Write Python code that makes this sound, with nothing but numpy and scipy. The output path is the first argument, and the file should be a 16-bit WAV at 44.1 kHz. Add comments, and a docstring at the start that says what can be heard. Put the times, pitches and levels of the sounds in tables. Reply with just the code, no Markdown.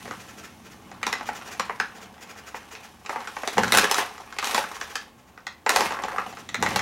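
"""A quiet rumble of air and a soft paper rustle open the scene: flour is shaken from a paper bag into a steel bowl.
Squeezes crumple the paper in flurries of noise; creases snap, and their panels pop, ring and shove air.
The bag's walls bulge with hollow low noise as the load slumps; wrist strokes swish flour along the paper.
Resonators make the bowl ring faintly, and echoes with a decaying noise tail make a small kitchen.
Both channels hear nearly the same."""
import sys
import numpy as np
from scipy import signal
from scipy.fft import rfft, irfft
from scipy.io import wavfile
from scipy.ndimage import uniform_filter1d

SR = 44100
rng = np.random.default_rng(int(sys.argv[2]) if len(sys.argv) > 2 else 0)


def put_to_file(sound):
    """Save the sound as 16-bit audio at rate SR, in the file named by the first command-line argument."""
    columns = np.atleast_2d(sound).T  # one column per channel
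    safe = np.clip(columns, -1, 1)
    whole_steps = np.round(safe * 32767)
    wavfile.write(sys.argv[1], SR, whole_steps.astype(np.int16))


N = 300321


def from_db(db):
    """Level law: gain is ten to the power of dB / 20."""
    return 10 ** (np.asarray(db) / 20)


def rms_one(x):
    """Normalisation: scale to unit power."""
    return x / np.sqrt(np.mean(x ** 2) + 1e-20)


def evened(x):
    """Level equalisation: divide by the running rms over 50 ms to take out slow swings."""
    return x / np.sqrt(np.abs(uniform_filter1d(x ** 2, size=2200)) + 1e-6)


def in_time(rows):
    """Linear interpolation: each column of a curve, at every sample."""
    s, *columns = np.transpose(rows)
    return [np.interp(np.arange(N) / SR, s, c) for c in columns]


def at_hz(points, hz):
    """Logarithmic pitch: read a table on a log-frequency axis."""
    f, value = np.transpose(points)
    return np.interp(np.log(np.maximum(hz, 1)), np.log(f), value)


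def causal_filter(spectrum, size=2048):
    """Minimum phase: fold the cepstrum of a colour into a causal impulse response."""
    hz = np.maximum(np.fft.rfftfreq(size, 1 / SR), 1)
    octaves_out = np.abs(np.log2(hz / np.clip(hz, spectrum[0][0], spectrum[-1][0])))
    # the colour falls 20 dB per octave for two octaves beyond its ends
    level_db = at_hz(spectrum, hz) - 20 * np.minimum(octaves_out, 2)
    cepstrum = irfft(np.log(from_db(level_db)))
    cepstrum[1:size // 2] *= 2
    cepstrum[size // 2 + 1:] = 0
    return irfft(np.exp(rfft(cepstrum)))


def coloured(x, spectrum):
    """Linear filtering: convolve with a colour's response; unit power."""
    return rms_one(signal.oaconvolve(x, causal_filter(spectrum))[:N])


def ring(x, hz, t60):
    """Damped resonance: a two-pole filter with a gain of about 1 at its top."""
    r, w = from_db(-60 / (t60 * SR)), 2 * np.pi * hz / SR
    return signal.lfilter([0, 2 * (1 - r) * np.sin(w)], [1, -2 * r * np.cos(w), r * r], x + 1e-18)


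def add(track, s, sound):
    """Superposition: mix a sound in at a time."""
    at = int(np.clip(s * SR, 0, N - 1))
    track[at:at + len(sound)] += sound[:N - at]


def clicks(per_s, spread_db):
    """Shot noise: random clicks of uneven size and either sign; unit power."""
    sizes = from_db(spread_db * np.minimum(rng.exponential(1, N), 4)) * rng.choice([-1, 1], N)
    return rms_one(sizes * (rng.random(N) < per_s / SR))


def grains(per_s, spread_db, rub):
    """Granular friction: many small slips (clicks) over smooth rubbing (white noise)."""
    return evened(clicks(per_s, spread_db) + rub * rng.standard_normal(N))


def gestures(rows, attack_s, release_s):
    """Envelope: exponential attack, hold and exponential release for each row; a gain at every sample."""
    t = np.arange(N) / SR
    total = 0
    for s, held, db in rows:
        before = np.maximum(s - t, 0) / attack_s
        after = np.maximum(t - s - held, 0) / release_s
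        total = total + from_db(db) * np.exp(-np.minimum(before + after, 20))
    return total


# colour of the room air: hz [Hz], level_db [dB]
AIR_COLOUR = [(20, -27), (40, -3.5), (70, 5.5), (130, -3.5), (300, -3.5), (600, -7), (1000, -36),
              (2000, -24), (4500, -37.5), (7000, -22.5), (9000, -28.5), (16000, -25.5)]
# colour of the hollow bag: hz [Hz], level_db [dB]
HOLLOW_COLOUR = [(35, -31.5), (70, 0), (120, -1), (220, 0.5), (320, -5.5), (430, -15), (700, -14.5)]


def air():
    """Diffuse background: steady coloured noise, as a shared (mid) and an opposed (side) part."""
    mid = from_db(-58.0) * coloured(rng.standard_normal(N), AIR_COLOUR)
    side = from_db(-74.5) * coloured(rng.standard_normal(N), AIR_COLOUR)
    side = side + from_db(-76.5) * coloured(rng.standard_normal(N), HOLLOW_COLOUR)
    return mid, side


# how hard the hand flexes the paper as it holds the bag, before the trims in rustle():
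# start_s [s], crumple_db [dB], fizz_db [dB]
FLEXING_EFFORT = [(0, -47, -45.5), (0.6, -55, -55.5), (0.98, -49.5, -57), (1.2, -44.5, -51),
                  (1.6, -46.5, -50.5), (2.12, -50, -58), (2.86, -50, -52.5), (2.98, -57.5, -58.5),
                  (3.15, -35.5, -49.5), (3.35, -48, -46.5), (3.8, -37, -37), (4.27, -48, -54),
                  (4.6, -37.5, -42.5), (5.02, -50, -51.5), (5.12, -57, -65), (5.64, -57, -66),
                  (6.25, -38.5, -49.5), (6.48, -53, -55)]
# the fingers tighten and the paper crumples, before the same trims:
# start_s [s], held_s [s], crumple_db [dB], fizz_db [dB]
SQUEEZE_EFFORT = [(1.07, 0.027, -36.5, -43), (3.105, 0.027, -36, -42.5), (3.50, 0.17, -41, -44.5),
                  (3.74, 0.049, -25.5, -23.5), (3.82, 0.074, -29.5, -41), (3.969, 0.024, -22.5, -26.5),
                  (4.44, .15, -31.5, -31), (5.70, 0.16, -28.5, -33), (5.90, 0.29, -36, -49),
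                  (6.629, .15, -29.5, -38.5)]
SQUEEZE_ATTACK_S, SQUEEZE_RELEASE_S = 0.012, 0.03


def paper_effort():
    """Power addition: steady flexing and squeezes together; crumple dB and fizz dB at every sample."""
    efforts_db = []
    for k, flex_db in enumerate(in_time(FLEXING_EFFORT)):
        rows = [(s, held, levels[k]) for s, held, *levels in SQUEEZE_EFFORT]
        squeeze = gestures(rows, SQUEEZE_ATTACK_S, SQUEEZE_RELEASE_S)
        efforts_db.append(20 * np.log10(np.hypot(from_db(flex_db), squeeze)))
    return efforts_db


def small_panels(per_s=200, spread_db=3.0, cycles=10, count=16):
    """Modal excitation: small paper facets flip at random, each ringing at a pitch of its own."""
    flips, facet = clicks(per_s, spread_db), rng.integers(0, count, N)
    total = 0
    for k, hz in enumerate(np.geomspace(450, 3800, count)):
        total = total + ring(flips * (facet == k), hz, cycles / hz)
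    return rms_one(total)


def avalanches(per_s, depth, decay_s):
    """Avalanche dynamics: creases set off their neighbours in brief flurries; a gain of power about 1."""
    kicks = (rng.random(N) < per_s / SR) * rng.uniform(0.38, 1, N)
    flurry = signal.lfilter([1], [1, -np.exp(-1 / (decay_s * SR))], kicks + 1e-18)
    return evened(1 + 10 * depth * flurry)


# colour of the coarse crumpling: hz [Hz], level_db [dB]
CRUMPLE_COLOUR = [(150, -12.5), (320, -5), (460, -3), (650, -4.5), (820, 3), (1200, -1), (2000, -10),
                  (2900, -12.5), (4500, -20)]
# colour of the fine fizz of fibres: hz [Hz], level_db [dB]
FIZZ_COLOUR = [(2000, 1), (3500, -3), (4500, -6.5), (6000, -3.5), (7300, -9), (8600, -9.5), (11000, -9.5),
               (16000, -21)]
BUCKLING_DB = -44   # crumple effort at which the paper buckles


def rustle(crumple_db=-4.0, fizz_db=-4.5):
    """Buckling threshold: lightly flexed paper mostly rubs, then crumples in flurries; fibres fizz on top."""
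    coarse_db, fine_db = paper_effort()
    buckling = from_db(np.minimum(coarse_db - BUCKLING_DB, 0))
    flurries = 1 + buckling * (avalanches(per_s=40, depth=0.35, decay_s=0.005) - 1)
    rub = from_db(-9) * coloured(rng.standard_normal(N), CRUMPLE_COLOUR)
    coarse = evened(buckling * coloured(small_panels(), CRUMPLE_COLOUR) + rub)
    fine = coloured(grains(per_s=1500, spread_db=2.5, rub=0.7), FIZZ_COLOUR)
    return flurries * (from_db(coarse_db + crumple_db) * coarse + from_db(fine_db + fizz_db) * fine)


# the load slumps and the whole bag bulges: start_s [s], held_s [s], level_db [dB]
SLUMP_GESTURES = [(0.055, 0.036, -47), (3.575, 0.056, -35), (3.745, 0.017, -43.5), (5.80, .02, -42.5),
                  (6.59, 0.16, -40)]
SLUMP_ATTACK_S, SLUMP_RELEASE_S = 0.013, 0.058
# between slumps the walls work softly as the flour drains: start_s [s], level_db [dB]
WALL_LEVELS = [(0, -57), (1.2, -54), (2.9, -62), (4.7, -62.5), (5.5, -65), (6.3, -54.5)]


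def wall_motion():
    """Power addition: the motion of the bag's walls, and by how many dB a slump raises it."""
    resting = from_db(in_time(WALL_LEVELS)[0])
    motion = np.hypot(resting, gestures(SLUMP_GESTURES, SLUMP_ATTACK_S, SLUMP_RELEASE_S))
    return motion, 20 * np.log10(motion / resting)


def bulge():
    """Wall radiation: the moving bag walls give soft, hollow knocks."""
    return wall_motion()[0] * coloured(grains(per_s=430, spread_db=3.5, rub=0.63), HOLLOW_COLOUR)


CREASES_PER_S, CREASE_HZ = 18, 1240   # candidate creases, and the usual panel pitch
CREASE_DB, CREASE_GROWTH = -44, 0.58   # pop level at buckling, dB gained per dB of further flexing
CREASE_CRACK_DB, CREASE_SPREAD_DB = -6.5, 2.5   # crack relative to pop, scatter of both levels


def lesser_creases(count=140):
    """Threshold process: small snaps at random moments, fading below buckling; rows like the loud ones."""
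    chance, scatter = rng.random(count), rng.standard_normal((count, 3))
    times = np.minimum((np.arange(count) + chance) / CREASES_PER_S, N / SR)
    past_db = np.interp(times * SR, np.arange(N), paper_effort()[0]) - BUCKLING_DB
    levels = CREASE_DB + CREASE_GROWTH * past_db + np.minimum(past_db, 0)
    rows = []
    for s, db, (a, b, c) in zip(times, levels, scatter):
        hz = CREASE_HZ * 2 ** (0.5 * b)
        rows.append((s, db + CREASE_SPREAD_DB * a, hz, CREASE_CRACK_DB + CREASE_SPREAD_DB * c))
    return rows


def scattered(delay_s, size, count):
    """Dispersion: a slip spreads through the sheet, every frequency whole but with its own delay."""
    delays = delay_s * rng.gamma(2, 0.5, count)   # delay_s is their mean
    per_bin = np.interp(np.linspace(0, count - 1, size // 2 + 1), np.arange(count), delays)
    # group delay accumulates into phase
    return irfft(np.exp(-2j * np.pi * np.cumsum(per_bin) * SR / size), size)


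def snap_part(force, response):
    """Impulse excitation: a short force through a response, with the energy of 6 ms at unit power."""
    x = signal.fftconvolve(force, response)[:len(force)]
    return x * np.sqrt(0.006 * SR / np.sum(x ** 2))


# the loud creases snapping, before the trims of each part in snaps():
# start_s [s], level_db [dB], pitch_hz [Hz], crack_re_pop_db [dB]
LOUD_SNAPS = [(0.0544, -39, 700, -10), (0.078, -38, 504, -14), (0.1097, -31, 1370, -11),
              (0.9144, -41.5, 744, -8), (1.0296, -26, 2190, -5.5), (1.0664, -24, 925, -3.5),
              (1.1273, -24.5, 2020, -3), (1.2089, -33, 800, -14), (1.2887, -27, 776, -19),
              (1.5962, -22, 1120, -6.5), (1.6952, -25.5, 960, -24), (1.7997, -20.5, 1580, -10),
              (2.5439, -32, 880, -21), (2.7512, -40, 2520, -3), (3.0609, -38.5, 2540, -2),
              (3.0939, -26, 910, -14.5), (3.1587, -28.5, 890, -24), (3.2733, -32.5, 1490, -6.5),
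              (3.366, -30, 1010, -14), (3.4332, -29, 610, -15), (3.4751, -26, 700, -1),
              (3.5699, -25, 764, -17), (3.5805, -16, 875, -10), (3.6336, -22, 1510, -6.5),
              (3.6796, -29.5, 1560, -4), (3.7215, -18, 2090, 0.5), (3.7475, -18, 1510, -7),
              (3.7722, -16.5, 1440, 1), (3.7844, -16, 1630, -2.5), (3.842, -21, 1740, -4),
              (3.9123, -21.5, 890, 1.5), (3.9432, -25, 1380, 0.5), (4.179, -40.5, 1320, -7),
              (4.3857, -26.5, 2560, -1.5), (4.4266, -28.5, 1158, -9), (4.4434, -33.5, 1630, 6.5),
              (4.4718, -34.5, 1225, 5), (4.5457, -20.5, 1005, -3.5), (4.578, -21, 870, -7.5),
              (4.6399, -31.5, 1510, -16), (4.8122, -29.5, 1570, -4.5), (4.9553, -27, 1770, -1),
              (5.3759, -41.5, 1440, -12.5), (5.4673, -31, 1970, -4), (5.663, -19, 920, -13.5),
              (5.6927, -17.5, 1760, -2), (5.7606, -16.5, 760, -3), (5.807, -20, 900, -5.5),
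              (5.9058, -28, 970, -14), (5.921, -31.5, 1190, -9), (5.9876, -31, 1090, -26),
              (6.0365, -27.5, 820, -8.5), (6.1192, -36.5, 1030, -16), (6.1819, -22.5, 1245, -20),
              (6.4897, -39, 2000, 2.5), (6.5439, -25.5, 2000, -4), (6.6253, -20.5, 814, -5),
              (6.662, -22, 2010, -10), (6.7598, -22, 843, -1.5), (6.7921, -25, 2000, -5.5)]
# colour of the panel's pop: hz [Hz], level_db [dB]
POP_COLOUR = [(350, -26), (600, -6.5), (780, 4.5), (1100, 5.5), (2000, 6), (2800, -5.5), (4200, -33.5)]
# colour of the crease's crack: hz [Hz], level_db [dB]
CRACK_COLOUR = [(1600, -23), (2500, 5.5), (3100, 3), (3600, 3), (4100, 5), (4600, 1.5), (5200, 4),
                (7400, 0), (8800, -20.5)]
# colour of the crack's bright top: hz [Hz], level_db [dB]
SPIT_COLOUR = [(7000, -10), (8500, 2.5), (11000, 4), (16000, -11)]
# colour of the shoved air: hz [Hz], level_db [dB]
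THUMP_COLOUR = [(50, -15), (110, -30.5), (190, -6), (240, -1.5), (330, -8.5), (450, 1), (600, -0.5),
                (900, -39.5)]
# large, low panels shove more air, and more still while the load slumps against them
THUMP_DB_PER_OCTAVE, THUMP_FOLLOWS_SLUMP = -4.5, 0.19   # the second is dB per dB of slump


def snaps(crack_s=0.0013, pop_s=0.0025, thump_t60=0.03, flip_s=0.00046, panel_cycles=16,
          panel_db=-3.5, pop_db=-2.0, thump_db=-11.5, spit_db=6.0, spit_growth=1.695,
          after_db=-18.0, after_t60=0.0094, mode_db=-8.5, size=2600, count=10):
    """Snap-through: a crease cracks, its panel flips and rings, and shoves air; a track for each facing."""
    out, t = np.zeros((count, N)), np.arange(size) / SR
    colours = (POP_COLOUR, CRACK_COLOUR, SPIT_COLOUR, THUMP_COLOUR)
    pop_ir, crack_ir, spit_ir, thump_ir = [causal_filter(c) for c in colours]
    flip = 1 - np.exp(-t / flip_s)   # a panel takes a moment to get moving
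    slump_db = wall_motion()[1]
    for k, (s, level_db, hz, high_db) in enumerate([*LOUD_SNAPS, *lesser_creases()]):
        low_db = THUMP_DB_PER_OCTAVE * np.log2(hz / CREASE_HZ)
        low_db += THUMP_FOLLOWS_SLUMP * slump_db[min(int(s * SR), N - 1)]
        white = rng.standard_normal((2, size))

        # the main slip is trailed by a run of tiny ones and coloured by the panel's second mode
        slips = scattered(crack_s, size, count=60) + from_db(after_db - 60 * t / after_t60) * white[0]
        second_mode = ring(slips, 2 * hz, 0.5 * panel_cycles / (2 * hz))
        crack = snap_part(slips + from_db(mode_db) * second_mode, crack_ir)
        spit = snap_part(slips, spit_ir)

        # the pop is broadly centred on the panel's pitch
        push = scattered(pop_s, size, count=130)
        pop = snap_part(push + from_db(mode_db) * ring(push, hz, 2 / hz), pop_ir)
        thump = snap_part(white[1] * flip * from_db(-60 * t / thump_t60), thump_ir)
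        swing = np.sin(2 * np.pi * hz * t) * flip
        panel = snap_part(swing * from_db(-60 * t * hz / panel_cycles), pop_ir)
        panel = panel * np.sign(panel @ pop)   # it swings the way it is pushed

        body = from_db(pop_db) * pop + from_db(panel_db) * panel + from_db(low_db + thump_db) * thump
        sharp_db = level_db + high_db
        # harder cracks are brighter
        edge = from_db(sharp_db) * crack + from_db(spit_growth * sharp_db + spit_db) * spit
        add(out[k % count], s, from_db(level_db) * body + edge)
    return out


# spells of shaking the flour out, before the trim in swishes():
# first_stroke_s [s], last_stroke_s [s], level_db [dB]
SHAKING_SPELLS = [(0.216, 0.301, -52.5), (0.394, 0.451, -48), (0.658, 0.731, -52.5), (1.285, 1.37, -43),
                  (1.469, 1.525, -44), (1.963, 2.031, -50), (2.223, 2.567, -48), (2.735, 2.851, -50),
                  (4.761, 4.908, -47.5), (5.204, 5.28, -63.5), (6.3, 6.40, -50.5)]
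STROKE_S, STROKE_JITTER_S, STROKE_SPREAD_DB = 0.087, 0.004, 1   # nominal period, scatter of time and level


def strokes():
    """Quasi-periodic motion: the wrist swings at a nearly even pace in each spell; rows of s, dB."""
    rows = []
    for first, last, db in SHAKING_SPELLS:
        swings = max(round((last - first) / STROKE_S), 1) + 1
        for s in np.linspace(first, last, swings):
            late, strong = rng.standard_normal(2)
            rows.append((s + STROKE_JITTER_S * late, db + STROKE_SPREAD_DB * strong))
    return rows


# colour of flour sliding on paper: hz [Hz], level_db [dB]
SWISH_COLOUR = [(200, -31.5), (450, 3), (900, -7.5), (1400, 2.5), (2700, -1), (3800, -10.5), (6800, -5),
                (8600, -16), (16000, -19)]


def swishes(rise_s=0.017, fall_s=0.0098, level_db=3.5):
    """Granular sliding: at each stroke the powder slides a little way and stops."""
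    slide = np.zeros(N)
    t = np.arange(-SR // 10, SR // 10) / SR
    shape = np.exp(-0.5 * (t / np.where(t < 0, rise_s, fall_s)) ** 4)
    for s, db in strokes():
        add(slide, s + t[0], from_db(db + level_db) * shape)
    return slide * coloured(grains(per_s=2000, spread_db=1.0, rub=1.0), SWISH_COLOUR)


# modes of the steel bowl, before the trim in bowl(): pitch_hz [Hz], level_db [dB]
BOWL_MODES = [(439, -19), (829, -13), (863, -8), (1339, 3), (1511, -25), (1718, -2), (1881, -4),
              (1985, -20), (2101, -22)]


def bowl(x, level_db=3.0, t60=0.26):
    """Sympathetic resonance: narrow steel modes pick up the sound of the bag just above the rim."""
    return sum(from_db(db + level_db) * ring(x, hz, t60) for hz, db in BOWL_MODES)


# worktop and wall reflections, nominal delay: delay_s [s], level_db [dB]
EARLY_ECHOES = [(.0027, -9), (.0095, -9)]
# reverberation of the kitchen: band_hz [Hz], t60_s [s]
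KITCHEN_DECAY = [(150, 0.28), (500, 0.19), (1400, 0.25), (4000, 0.28), (8000, 0.16), (15000, 0.12)]


def kitchen(x, wet_db=-3.0, build_s=0.00067, size=24000):
    """Reverberation: early reflections and a diffuse tail dying band by band, drawn anew for each source."""
    t, hz = np.arange(size) / SR, np.fft.rfftfreq(size, 1 / SR)
    white, tail = rfft(rng.standard_normal(size)), 0
    for centre, t60 in KITCHEN_DECAY:
        share = at_hz([(f, f == centre) for f, _ in KITCHEN_DECAY], hz)   # overlapping bands
        tail = tail + irfft(white * share, size) * from_db(-60 * t / t60)
    tail = tail * (1 - np.exp(-(t / build_s) ** 2))
    response = from_db(wet_db) * tail / np.linalg.norm(tail)
    for s, db in EARLY_ECHOES:
        delay_s = s * (1 + 0.06 * rng.standard_normal())   # each direction meets other walls
        response[int(delay_s * SR)] += from_db(db)
    return signal.oaconvolve(x, response)[:N]


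def scene():
    """Superposition: the bag over the bowl, in the room, on a quiet rumble of air."""
    air_mid, air_side = air()
    sources = [*snaps(), rustle(), swishes() + bulge()]
    bag = sum(x + kitchen(x) for x in sources)
    mid = bag + bowl(sum(sources)) + air_mid
    return np.array([mid + air_side, mid - air_side])


CUTOFF_HZ = 15900


def record(dry):
    """Saturation and band limiting: the highest peaks are rounded, the top is cut."""
    top = 1.1   # ceiling of the rounding
    rounded = top * np.tanh(dry / top)
    low_pass = signal.ellip(10, 0.2, 80, CUTOFF_HZ, fs=SR, output="sos")
    return signal.sosfilt(low_pass, rounded)


dry = scene()
out = record(dry)
put_to_file(out)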